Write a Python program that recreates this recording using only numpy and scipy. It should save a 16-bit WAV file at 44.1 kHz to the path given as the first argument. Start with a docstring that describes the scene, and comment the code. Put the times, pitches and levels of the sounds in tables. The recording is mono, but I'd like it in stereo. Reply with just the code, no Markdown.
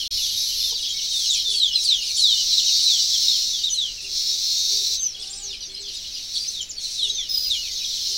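"""A leafy tree: small birds whistle, twitter and scold, mostly to the right, over a cicada and a faint cricket.
Whistles are gliding sines with weak overtones; scolding is throbbing noise; the far flock is many short chirps.
The cicada is a train of clicks, strong and weak in turn, through changing crackles; the cricket is short pips.
Farther off a dove coos, something calls once on a rising pitch and a hollow knock sounds, all built from sines.
Filtered noise makes the traffic rumble, gusts and hiss; the sound drops out for a moment near the start."""
import sys
import numpy as np
from scipy import signal
from scipy.fft import rfft, irfft, next_fast_len
from scipy.io import wavfile
from scipy.ndimage import uniform_filter1d, minimum_filter1d

SR = 44100
rng = np.random.default_rng(int(sys.argv[2]) if len(sys.argv) > 2 else 0)


def wav_record(signal):
    """Record a signal, one row per channel, as 16-bit PCM in the file named by sys.argv[1]."""
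    frames = np.transpose(np.atleast_2d(signal))
    bounded = np.clip(frames, -1, 1)
    # unit amplitude maps onto the largest positive 16-bit level
    quanta = np.round(bounded * 32767).astype(np.int16)
    wavfile.write(sys.argv[1], SR, quanta)


N = 360297
LEFT_LAG = 9  # delay of the left port [samples]

# A bare sine: (multiple of the pitch, level [dB])
PURE_TONE = [(1, 0)]


def amp(db):
    """Amplitude factor of a level in dB."""
    return 10 ** (np.asarray(db) / 20)


def rms_one(x):
    """Scale to an overall RMS of 1."""
    return x / np.sqrt(np.mean(x ** 2) + 1e-20)


def in_time(rows):
    """Draw each column of a table as a curve over the whole scene."""
    s, *columns = np.transpose(rows)
    return [np.interp(np.arange(N) / SR, s, column) for column in columns]


def at_hz(points, hz):
    """Read a frequency curve, with straight lines on a log frequency axis."""
    p = np.array(points)
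    return np.interp(np.log(hz + 1), np.log(p[:, 0] + 1), p[:, 1])


def colour(x, gain):
    """Filter by a gain per frequency, without shifting phase."""
    size = next_fast_len(N)
    spectrum = rfft(x, size) * gain(np.fft.rfftfreq(size, 1 / SR))
    return irfft(spectrum, size)[..., :N]


def drift(rate, size=N):
    """Slow random wander of RMS 1: noise through two equal low-pass poles at rate [Hz]."""
    r, lead = np.exp(-2 * np.pi * rate / SR), int(SR / rate)
    noise = rng.standard_normal(size + lead)
    return rms_one(signal.lfilter([1], [1, -2 * r, r * r], noise)[lead:])


def place(x, pan_db):
    """Place a source: the left port hears it later, at pan_db against the right."""
    return np.array([np.roll(x, LEFT_LAG) * amp(pan_db), x])


def tail(t60, start_s):
    """A dying burst of noise for each side, energy 1."""
    t = np.arange(int(.5 * SR)) / SR
    burst = rng.standard_normal((2, len(t))) * amp(-60 * t / t60) * (t > start_s)
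    return burst / np.sqrt(np.sum(burst ** 2, axis=1, keepdims=True))


def add_note(out, rows, partials, pan_db, waver=.005, flutter_db=2.6, edge_s=.003):
    """One sung note: partials on a gliding pitch, unsteady in pitch and level, with soft ends."""
    s, hz, level_db = np.transpose(rows)
    i = np.arange(round(s[0] * SR), min(round(s[-1] * SR), N))
    pitch = np.interp(i / SR, s, hz) * (1 + waver * drift(190, len(i)))
    phase = 2 * np.pi * (np.cumsum(pitch) / SR + rng.random())
    # partials too near the top of the band stay silent
    tone = sum(amp(db) * np.sin(k * phase) * (k * pitch < .45 * SR) for k, db in partials)
    ends = np.clip(np.minimum(i - i[0], i[-1] - i) / (edge_s * SR), 0, 1)
    level = np.interp(i / SR, s, level_db) + flutter_db * drift(96, len(i))
    gain = np.sqrt(2) * amp(level)  # a sine at 0 dB has RMS 1
    out[:, i] += place(tone * gain * ends, pan_db)


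def add_whistle(out, rows, pan_db, twelfth_db):
    """A slightly hoarse sine with weak overtones; the octave is weaker in higher notes."""
    mean_khz = np.mean(rows, axis=0)[1] / 1000
    octave_db = -22.5 - 2.5 * (mean_khz - 3.5)
    partials = [(1, 0), (2, octave_db), (3, twelfth_db)]
    add_note(out, rows, partials, pan_db, waver=0.0055, flutter_db=3)


def near_whistles():
    """Each near whistle glides along a bowed line, swells to its loudest moment and fades."""
    # Whistled notes: (time [s], length [s], first pitch [Hz], last pitch [Hz],
    # bow of the glide at half length [Hz], loudest moment [share of length],
    # level there before flutter [dB], left minus right before crown and shade [dB])
    notes = [(0.0, 0.059, 3350, 2800, -130, .05, -21.5, -14),
             (0.176, 0.044, 3080, 2390, 70, .1, -28.5, -25), (0.214, .09, 3540, 2840, 52, 0.13, -22, -5),
             (0.635, .11, 3667, 2790, 144, 0.108, -20, -14),
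             (1.08, 0.15, 3805, 3230, 155.5, 0.49, -18.5, -13),
             (1.258, .13, 4300, 2996, -100, 0.3, -13.5, -17),
             (1.297, 0.028, 5900, 8200, 297, .1, -19.5, -17), (1.36, .02, 8000, 11000, 0, .5, -38, -17),
             (1.732, .015, 2990, 3500, 0, 0.57, -21.5, -18), (1.923, 0.051, 3890, 3540, -2, 0.4, -20, -16),
             (1.332, 0.028, 7940, 5697, -800, 0.7, -16, -14),
             (1.372, 0.039, 5580, 3546, 0, 0.95, -18.5, -19),
             (1.449, 0.21, 3654, 3266, -120, 0.13, -15.5, -11),
             (1.529, 0.062, 4610, 4250, 116, 0.7, -17.5, -18),
             (1.595, 0.15, 4230, 2877, -280, 0.25, -11, -17),
             (1.75, 0.07, 4132, 3686, 79, 0.044, -11, -20.5), (1.79, .055, 5730, 5020, 77, 0.32, -22, -16),
             (1.844, 0.19, 4840, 2790, -400, 0.36, -11.5, -15),
             (2.04, 0.033, 2730, 2130, 100, .05, -40, -19), (2.163, .04, 7160, 6580, 168.5, .1, -25, -21),
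             (2.181, 0.21, 4546, 2880, -330, 0.31, -10, -16),
             (2.2, 0.16, 5650, 3552, -400, 0.66, -13, -8.5), (2.37, 0.057, 3250, 2805, 4, 0.43, -22.5, -22),
             (2.506, 0.079, 4210, 4210, -300, 0.42, -13.5, -20),
             (2.575, 0.032, 4040, 2870, 150, 0.22, -13.5, -24),
             (2.808, 0.2, 4470, 2930, -19, 0.43, -12.5, -16), (3.122, .05, 3660, 3070, 0, 0.47, -18.5, -11),
             (3.28, 0.093, 3876, 3000, 33, .05, -12.5, -16),
             (3.531, 0.11, 3533, 2840, -38, 0.044, -19, -11.5),
             (3.622, .03, 7500, 7400, -100, .6, -33, -11), (3.634, 0.03, 3620, 3980, -2, 0.6, -14.5, -13),
             (3.668, 0.029, 3657, 2915, 283, 0.25, -17, -10),
             (3.697, 0.047, 3050, 2960, -5, 0.57, -32.5, -13), (3.693, 0.031, 6770, 6600, 0, .2, -25, -25),
             (3.7, 0.04, 6130, 5993, -2.5, 0.83, -17, -28),
             (3.736, .175, 4313, 2776, -64, 0.39, -14.5, -9.5), (3.974, 0.033, 2810, 2520, 0, .1, -31, -18),
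             (4.04, 0.039, 2880, 2330, 58.5, .2, -31.5, -19),
             (4.957, 0.17, 6060, 5180, 593, 0.46, -17, -16),
             (4.962, 0.066, 4080, 2913, 160, .05, -24.5, -11), (5.008, .05, 8300, 4400, -180, .5, -31, -12),
             (5.066, 0.016, 3140, 2990, 250, 0.3, -34.5, -16),
             (5.142, 0.031, 3300, 2810, 202, 0.45, -29.5, -16),
             (5.188, 0.034, 3230, 3500, 50, .5, -32.5, -10), (5.193, 0.023, 7400, 7560, 800, .3, -39, -7),
             (5.203, .05, 5780, 4005, 130, .5, -31, -10), (5.23, 0.02, 3090, 2700, 0, .1, -38, 4.5),
             (5.255, 0.11, 8000, 8400, 550, 0.93, -37, -15), (5.344, 0.045, 8600, 7780, 600, 1, -33.5, -11),
             (5.373, 0.049, 7770, 8100, 3, .1, -32, -7), (5.293, 0.037, 6460, 6960, 850, 0.43, -29.5, -11),
             (5.325, .18, 6890, 4920, 1150, 0.74, -28, -15), (5.434, 0.16, 4650, 2890, -170, .5, -30, -6.5),
             (5.27, 0.013, 5890, 4570, 0, .5, -28, -12), (5.328, 0.017, 4750, 5140, 0, .5, -28, -10),
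             (5.429, .04, 5900, 6030, 0, .2, -32, -14), (5.57, .02, 5400, 4770, 0, .4, -35, -12),
             (5.687, 0.093, 6400, 8700, 700, 0.33, -48, -6), (5.881, .02, 5100, 4170, -2, .7, -27, -12),
             (5.967, .012, 5020, 4840, 0, .5, -30, -12), (5.49, 0.015, 2920, 2800, 0, .3, -39, -17),
             (5.527, 0.024, 3220, 2232, 0, .1, -28, -19), (5.62, 0.037, 2898, 2540, 188, 0.55, -43, -20),
             (5.604, 0.072, 5920, 5890, -110, .05, -28, -15),
             (5.68, 0.14, 4300, 4180, -110, 0.73, -32.5, -4), (5.741, .015, 4834, 5100, 0, .7, -27, -12),
             (5.758, 0.023, 2980, 2710, 450, 0.95, -28.5, -14), (5.8, .03, 7590, 7530, 240, .1, -38, -15),
             (5.888, 0.019, 2890, 2710, 355, .4, -29.5, -16), (5.958, .025, 6980, 7000, 0, .3, -38, -15),
             (6.026, 0.0143, 8060, 6500, 0, .7, -41, -13), (6.04, .015, 3062, 2810, 0, 0.33, -34, -16),
             (6.134, 0.066, 4840, 4340, 250, 0.22, -27.5, -21), (6.165, .015, 3040, 2720, 0, .3, -33, -18),
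             (6.336, .027, 6200, 3250, -500, 0.59, -21, -13),
             (6.35, 0.032, 4700, 4280, -77, 0.76, -20.5, -12), (6.365, .012, 3300, 4400, 5, .5, -21, -12),
             (6.377, 0.0084, 4550, 2700, 0, .3, -23, -21), (6.38, .02, 6080, 4800, 200, .3, -25, -14),
             (6.399, 0.065, 4740, 4660, -27, .1, -24.5, -3), (6.438, 0.013, 3500, 1930, 0, .1, -36, -19),
             (6.46, .025, 5000, 5260, 0, .2, -26, -8), (6.475, 0.019, 6190, 6060, 0, .8, -21, -17),
             (6.5, 0.075, 4830, 3570, -200, 0.56, -29, -2), (6.566, 0.064, 3670, 2874, 32, 0.67, -23, -10),
             (6.61, 0.026, 7060, 4400, 1100, .4, -23, -5), (6.689, .033, 7030, 4270, 1197, 0.37, -24, -12),
             (6.729, 0.053, 4170, 4500, 1500, 0.13, -35, -5), (6.546, 0.056, 4050, 3500, 0, 0.54, -30, -5),
             (6.806, 0.019, 6650, 6570, 0, .3, -31, -12), (6.832, 0.043, 4400, 3820, -6, .5, -26, -1),
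             (7.13, 0.09, 6550, 5660, 145, 0.72, -30.5, -18),
             (6.765, 0.059, 4600, 4150, -64, 0.28, -28.5, -4), (6.779, .015, 3480, 3330, 0, .7, -30, -7),
             (6.939, 0.14, 4220, 2734, -3, 0.55, -20.5, -11),
             (6.983, 0.12, 4420, 3280, -160, 0.47, -17, -11), (7.01, 0.049, 5700, 5630, -4, .9, -30, -18),
             (7.037, 0.24, 6300, 5000, 499, .5, -28, -18), (7.097, 0.012, 3850, 3840, 2, .1, -13.5, -12),
             (7.149, 0.11, 3860, 2940, 8, 0.42, -20.5, -8.5),
             (7.176, 0.06, 2717, 1970, -230, 0.2, -39, -19), (7.23, 0.023, 4030, 3790, 0, .1, -27, -14),
             (7.5, 0.11, 4040, 2956, -420, .05, -12.5, -8), (7.63, 0.12, 2770, 2055, -270, .05, -33, -15),
             (7.537, 0.026, 2790, 2230, 0, .9, -34, -27), (7.842, 0.013, 4030, 3050, 0, .1, -18, -12),
             (7.856, .015, 3880, 2800, 0, 0.17, -35, -14)]
    # a .1 s note gains swell_db over a whole length before its summit and loses fade_db over one after
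    swell_db, fade_db = 18, 20.5
    longer_power = 0.52  # longer notes swing more in level
    pointed_power = 0.93  # under 1: a sharp summit with long shoulders
    step_share = 0.0348  # long notes move fastest mid-glide [share of the pitch change]
    out, u = np.zeros((2, N)), np.linspace(0, 1, 17)
    for s, long, first_hz, last_hz, bow_hz, peak, db, pan_db in notes:
        step = step_share * min(10 * long, 1) * np.sin(2 * np.pi * u)
        hz = first_hz + (last_hz - first_hz) * (u - step) + bow_hz * np.sin(np.pi * u)
        before = np.maximum(peak - u, 0) ** pointed_power
        after = np.maximum(u - peak, 0) ** pointed_power
        loss_db = (swell_db * before + fade_db * after) * (10 * long) ** longer_power
        rows = np.transpose([max(s, 0) + long * u, hz, db - loss_db])
        add_whistle(out, rows, pan_db, twelfth_db=-38)
    return out


def far_flock(count=900):
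    """Many short, hoarse chirps, most of them falling, at random times, pitches and places."""
    # Level of the whole flock before the crown: (time [s], level [dB])
    flock_level = [(0, -30.5), (.5, -28.5), (1.6, -26), (2.5, -27.5), (3.9, -37), (4.5, -58), (5.1, -40),
                   (6, -34), (6.5, -45.5), (7.5, -33), (8.17, -28.5)]
    out = np.zeros((2, N))
    for when, high, long, loud, side, fall in rng.random((count, 6)):
        start, hz, db = when * (N / SR - .02), 3100 * 2.2 ** high, 7 * loud
        end = start + .01 + .04 * long
        rows = [(start, hz, db), (end, hz * (1.05 - .35 * fall), db - 4)]
        add_note(out, rows, PURE_TONE, -14 * side, waver=0.021, flutter_db=2.5)
    return amp(in_time(flock_level)[0]) * rms_one(out)


def cicada(strong_db=5, hiss=1.0, count=5):
    """Two drums buckle in turn; the ribs' crackle changes slowly, so fine lines come and go in the buzz."""
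    # Swell of the buzz, before a fixed lift and a wander: (time [s], level [dB])
    buzz_level = [(0.0, -27.5), (.1, -34.5), (.13, -24), (.68, -24), (.75, -29.5), (1.0, -26.5),
                  (1.23, -23), (1.39, -26), (1.72, -31.5), (1.84, -26), (1.95, -32.5), (2.16, -25.5),
                  (2.23, -26.5), (2.33, -22), (2.52, -19), (3.23, -18), (3.5, -23.5), (3.66, -27),
                  (3.73, -39), (3.82, -30.5), (4.07, -33), (4.16, -23), (4.69, -20), (4.96, -21),
                  (5.01, -47), (5.23, -35), (5.44, -44), (5.52, -38.5), (5.66, -47.5), (5.96, -34.5),
                  (6.3, -33), (6.37, -30.5), (6.55, -31.5), (6.76, -49.5), (6.83, -28.5), (6.96, -28.5),
                  (7.03, -36), (7.1, -33.5), (7.26, -39), (7.35, -30.5), (8.17, -25.5)]
    # Colour and place, before the shade: (time [s], treble against body [dB], left minus right [dB])
    treble_and_pan = [(0.0, -17.5, -6.5), (.7, -16.5, -7), (1.5, -17, -8.5), (2.1, -15, -10.5),
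                      (2.5, -20, -12.5), (3.4, -18.5, -11.5), (3.7, -18, -9.5), (4.0, -22, -9),
                      (4.2, -18.5, -10.5), (4.9, -17, -13), (5.1, -22, -9), (5.8, -20, -7),
                      (6.5, -17.5, -7.5), (7.2, -20, -8), (7.35, -15, -6.5), (8.17, -17.5, -9)]
    # Resonance of the belly, as relative gain: (frequency [Hz], gain [dB])
    belly = [(1500, -51), (2100, -31), (2700, -25), (3200, -21), (3550, -7), (4000, -2), (4400, -1),
             (4950, -8.5), (5300, -4.5), (5650, -1.5), (6000, -7), (6500, -14), (8400, -24.5),
             (9650, -34.5), (10600, -31), (13900, -31.5), (15800, -29.5)]
    # High ring of the first buzz: (time [s], level [dB])
    shrill_level = [(.1, -49), (.2, -36.5), (.7, -37.5), (.74, -64)]
    clicks_per_s, split_hz = 472, 9000  # mean click rate; border of body and treble
    shrill_hz, shrill_width_hz = 11400, 870
    (buzz_db,), (treble_db, pan_db) = in_time(buzz_level), in_time(treble_and_pan)

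    beat = np.cumsum(clicks_per_s * (1 + .009 * drift(8))) / SR
    at = np.flatnonzero(np.diff(np.floor(beat)))
    strong_weak_db = strong_db * (-1.) ** np.arange(len(at))
    clicks = np.zeros(N)
    clicks[at] = amp(strong_weak_db + 1.5 * rng.standard_normal(len(at)))

    turn = np.cumsum(np.abs(drift(3))) * 12 / SR  # walk through the crackle patterns
    crackle = 0
    for k in range(count):
        share = np.sqrt(np.clip(1 - np.abs((turn - k) % count - 1), 0, 1))
        crackle = crackle + signal.fftconvolve((clicks * share)[None], tail(.03, 0), axes=1)[:, :N]
    drive = rms_one(crackle) + hiss * rng.standard_normal((2, N))
    drive[0] = .45 * np.roll(drive[1], LEFT_LAG) + .9 * drive[0]  # the left hears mostly scatter

    body = rms_one(colour(drive, lambda hz: amp(at_hz(belly, hz)) * (hz < split_hz)))
    treble = rms_one(colour(drive, lambda hz: amp(at_hz(belly, hz)) * (hz >= split_hz)))
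    shrill = rms_one(colour(drive, lambda hz: 1 / (1 + (2 * (hz - shrill_hz) / shrill_width_hz) ** 2)))
    swell = amp(buzz_db + 4.5 + 0.74 * drift(6.5))
    buzz = swell * (body + amp(treble_db) * treble) + amp(in_time(shrill_level)[0]) * shrill
    return buzz * np.array([amp(pan_db), np.ones(N)])


def traffic_rumble():
    """Far traffic: low noise whose left and right agree by a set amount at each frequency."""
    # Rumble spectrum, as relative gain: (frequency [Hz], gain [dB])
    rumble_colour = [(12, -3), (20, 2.5), (66, -10), (151, -16), (309, -18.5), (445, -18), (999, -26.5),
                     (1360, -24), (2000, -23), (2600, -14), (4400, -120)]
    # Left-right likeness of the rumble: (frequency [Hz], correlation [-1 to 1])
    likeness = [(60, 0.81), (180, 0.87), (550, 0.33), (1650, -0.58), (4970, 0.053), (15000, -0.05)]
    mid, side = rng.standard_normal((2, N))

    def alike(hz):
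        """Left-right correlation at each frequency."""
        return np.clip(at_hz(likeness, hz), -1, 1)

    mid = colour(mid, lambda hz: amp(at_hz(rumble_colour, hz)) * np.sqrt(1 + alike(hz)))
    side = colour(side, lambda hz: amp(at_hz(rumble_colour, hz)) * np.sqrt(1 - alike(hz)))
    return amp(-49) * rms_one(np.array([mid + side, mid - side]))


def wind_gusts():
    """Wind on the microphone: bursts of very low noise, independent at each port."""
    # Gust peaks, before flutter and balance: (time [s], level [dB])
    gusts = [(.13, -42), (.32, -45), (.59, -49), (.95, -53), (2.39, -57), (2.8, -52), (3.16, -53.5),
             (4.94, -52), (6.03, -58), (7.36, -51), (7.51, -45), (7.7, -51), (7.92, -52)]
    gust_s, breeze_db = 0.062, -59.5  # half width of a gust; floor before flutter and balance
    band = signal.butter(2, [18, 60], "band", fs=SR, output="sos")
    noise = rms_one(signal.sosfilt(band, rng.standard_normal((2, N))))
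    t = np.arange(N) / SR
    wind = amp(breeze_db) + sum(amp(db) * np.exp(-((t - s) / gust_s) ** 2) for s, db in gusts)
    balance = amp([[2], [-2]])  # stronger on the left
    return wind * amp(1.3 * drift(23)) * noise * balance


def soft_hiss():
    """Steady hiss of leaves and microphone: coloured noise, independent on each side."""
    # Hiss spectrum, as relative gain: (frequency [Hz], gain [dB])
    hiss_colour = [(1000, -9.5), (3000, 14.5), (11000, -2.5), (12500, -18), (16000, -4)]
    noise = rng.standard_normal((2, N))
    return amp(-47) * rms_one(colour(noise, lambda hz: amp(at_hz(hiss_colour, hz))))


def hollow_knock():
    """One hollow knock: three decaying sine modes with a softened onset."""
    # Modes: (frequency [Hz], level before decay and onset [dB], 60 dB decay time [s])
    modes = [(460, -37.5, 0.11), (918, -37.5, 0.075), (1027, -42, 0.056)]
    t = np.maximum(np.arange(N) / SR - .718, 0)  # time since the knock [s]
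    onset = np.clip(t / 0.009, 0, 1)
    return onset * sum(amp(db - 60 * t / t60) * np.sin(2 * np.pi * hz * t) for hz, db, t60 in modes)


def scolding(pan_db=-12):
    """Hoarse bursts of near birds: throbbing noise from a strained throat."""
    # Bursts, before throb, pan and crown: (time [s], length [s], level [dB])
    bursts = [(0.766, 0.074, -42), (0.896, 0.041, -56), (1.097, 0.17, -38), (1.304, 0.075, -39),
              (1.492, 0.1, -32.5), (1.764, 0.049, -40), (1.832, 0.026, -26), (2.02, 0.11, -36.5),
              (2.163, 0.06, -28), (2.8, 0.048, -34), (3.72, .04, -33.5), (4.02, .03, -44),
              (5.215, 0.069, -45), (5.526, 0.023, -47), (5.61, 0.031, -52), (5.934, 0.023, -40),
              (6.106, 0.027, -56), (6.266, 0.024, -52), (6.337, .12, -43.5), (6.47, 0.083, -44),
              (6.8, 0.29, -41.5), (7.5, 0.027, -36), (7.836, 0.027, -52), (8.104, 0.029, -38)]
    # Rasp spectrum, as relative gain: (frequency [Hz], gain [dB])
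    rasp_colour = [(3000, -39), (5500, -13), (7200, 7), (9000, 2.5), (11000, 0.5), (12000, -37),
                   (16000, -26.5)]
    rise_s, fall_s = 0.029, 0.0088
    t, gate = np.arange(N) / SR, np.zeros(N)
    for s, long, db in bursts:
        corners = [s - rise_s / 2, s + rise_s / 2, s + long, s + long + fall_s]
        gate += amp(db) * np.interp(t, corners, [0, 1, 1, 0])
    noise = rng.standard_normal((2, N))
    rasp = rms_one(colour(noise, lambda hz: amp(at_hz(rasp_colour, hz))))
    throb = amp(3.0 * drift(110))
    return rasp * gate * throb * amp([[pan_db], [0]])


def cricket():
    """A far cricket: faint fading pips around one pitch."""
    # Pips: (time [s], starting level before flutter and soft edge [dB])
    pips = [(.94, -29.5), (1.58, -45), (2.42, -55.5), (2.8, -45), (3.15, -49), (3.83, -50), (4.19, -54),
            (4.8, -62), (5.71, -41), (6.3, -52), (7.45, -39)]
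    pip_hz, pip_s = 2235, 0.13
    out = np.zeros((2, N))
    for s, db in pips:
        rows = [(s, pip_hz, db), (s + pip_s, pip_hz, db - 12)]
        add_note(out, rows, PURE_TONE, -1.5, waver=0.006, edge_s=0.0087)
    return out


def dove():
    """A far dove: low, nearly pure coos that swell quickly and fade."""
    # Coos: (time [s], length [s], pitch [Hz], level at the loudest moment before flutter [dB])
    coos = [(1.474, .12, 408, -53), (4.023, 0.12, 389, -55.5), (4.283, 0.087, 381, -55),
            (4.696, 0.14, 405, -50), (4.891, 0.066, 402, -56), (5.185, 0.039, 435, -55),
            (5.448, 0.11, 396, -54), (5.676, 0.096, 385, -56.5), (5.79, 0.12, 403, -52),
            (7.025, 0.13, 410, -54.5), (8.095, 0.089, 396, -54.5)]
    peak, swell_db, fade_db = 0.12, 7, 4.5  # loudest at this share of the length
    out = np.zeros((2, N))
    for s, long, hz, db in coos:
        rows = [(s, hz, db - swell_db), (s + peak * long, hz, db), (s + long, hz, db - fade_db)]
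        add_note(out, rows, PURE_TONE, 0, waver=.003, flutter_db=3, edge_s=0.0054)
    return out


def rising_call():
    """One far call: four harmonics, the second strongest, on a rising pitch."""
    # Path of the call, before flutter: (time [s], pitch [Hz], level [dB])
    path = [(5.14, 368.6, -66), (5.299, 388.5, -58), (5.45, 404.5, -57), (5.52, 422.2, -64)]
    # Partials: (multiple of the pitch, level against the path [dB])
    call_partials = [(1, -6), (2, 0), (3, -7), (4, -3)]
    out = np.zeros((2, N))
    add_note(out, path, call_partials, -2, waver=0.0034, flutter_db=1.5)
    return out


def reedy_note():
    """One long, nearly level bird note, reedy from its strong third partial."""
    # Path of the note, before flutter: (time [s], pitch [Hz], level [dB])
    reedy_path = [(7.291, 5160, -20.5), (7.39, 4960, -19.5), (7.45, 4970, -21), (7.49, 4890, -27)]
    out = np.zeros((2, N))
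    add_whistle(out, reedy_path, pan_db=-9.5, twelfth_db=-14)
    return out


def crown(x):
    """Leaves and branches return a short diffuse tail, another one to each side."""
    return x + amp(-5) * signal.fftconvolve(x, tail(0.14, 0.00423), axes=1)[:, :N]


def shade_left(x):
    """Colour the shaded left port and leave the right as it is."""
    # Colour of the shade: (frequency [Hz], gain [dB])
    shade = [(1000, 3), (2300, 10.5), (4000, -4), (5500, -4.5), (7000, -7.5), (8500, 6), (10500, 1),
             (14000, -5.5)]
    return np.array([colour(x[0], lambda hz: amp(at_hz(shade, hz))), x[1]])


def scene():
    """Birds scattered by the crown and the cicada, shaded on the left, with the far sounds and air."""
    birds = near_whistles() + far_flock() + scolding() + reedy_note()
    tree = shade_left(crown(birds) + cicada())
    air = traffic_rumble() + wind_gusts() + soft_hiss()
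    far = hollow_knock() + cricket() + dove() + rising_call()
    return tree + air + far


def record(dry):
    """A short dropout and a quick limiter that holds peaks under full scale, then the top is cut."""
    # Silence: (start [s], end [s])
    gap = (0.079, 0.1054)
    limit, limit_s, cutoff_hz = .99, .004, 15950
    t = np.arange(N) / SR
    closing, opening = (gap[0] - t) / 0.0018, (t - gap[1]) / 0.0081
    dropout = np.clip(np.maximum(closing, opening), 0, 1)
    size = int(limit_s * SR)
    room = np.minimum(limit / (np.abs(dry).max(axis=0) + 1e-9), 1)
    gain = uniform_filter1d(minimum_filter1d(room, size=size), size=size)
    top_cut = signal.ellip(14, .5, 95, cutoff_hz, fs=SR, output="sos")
    return signal.sosfilt(top_cut, dry * dropout * gain)


dry = scene()
out = record(dry)
wav_record(out)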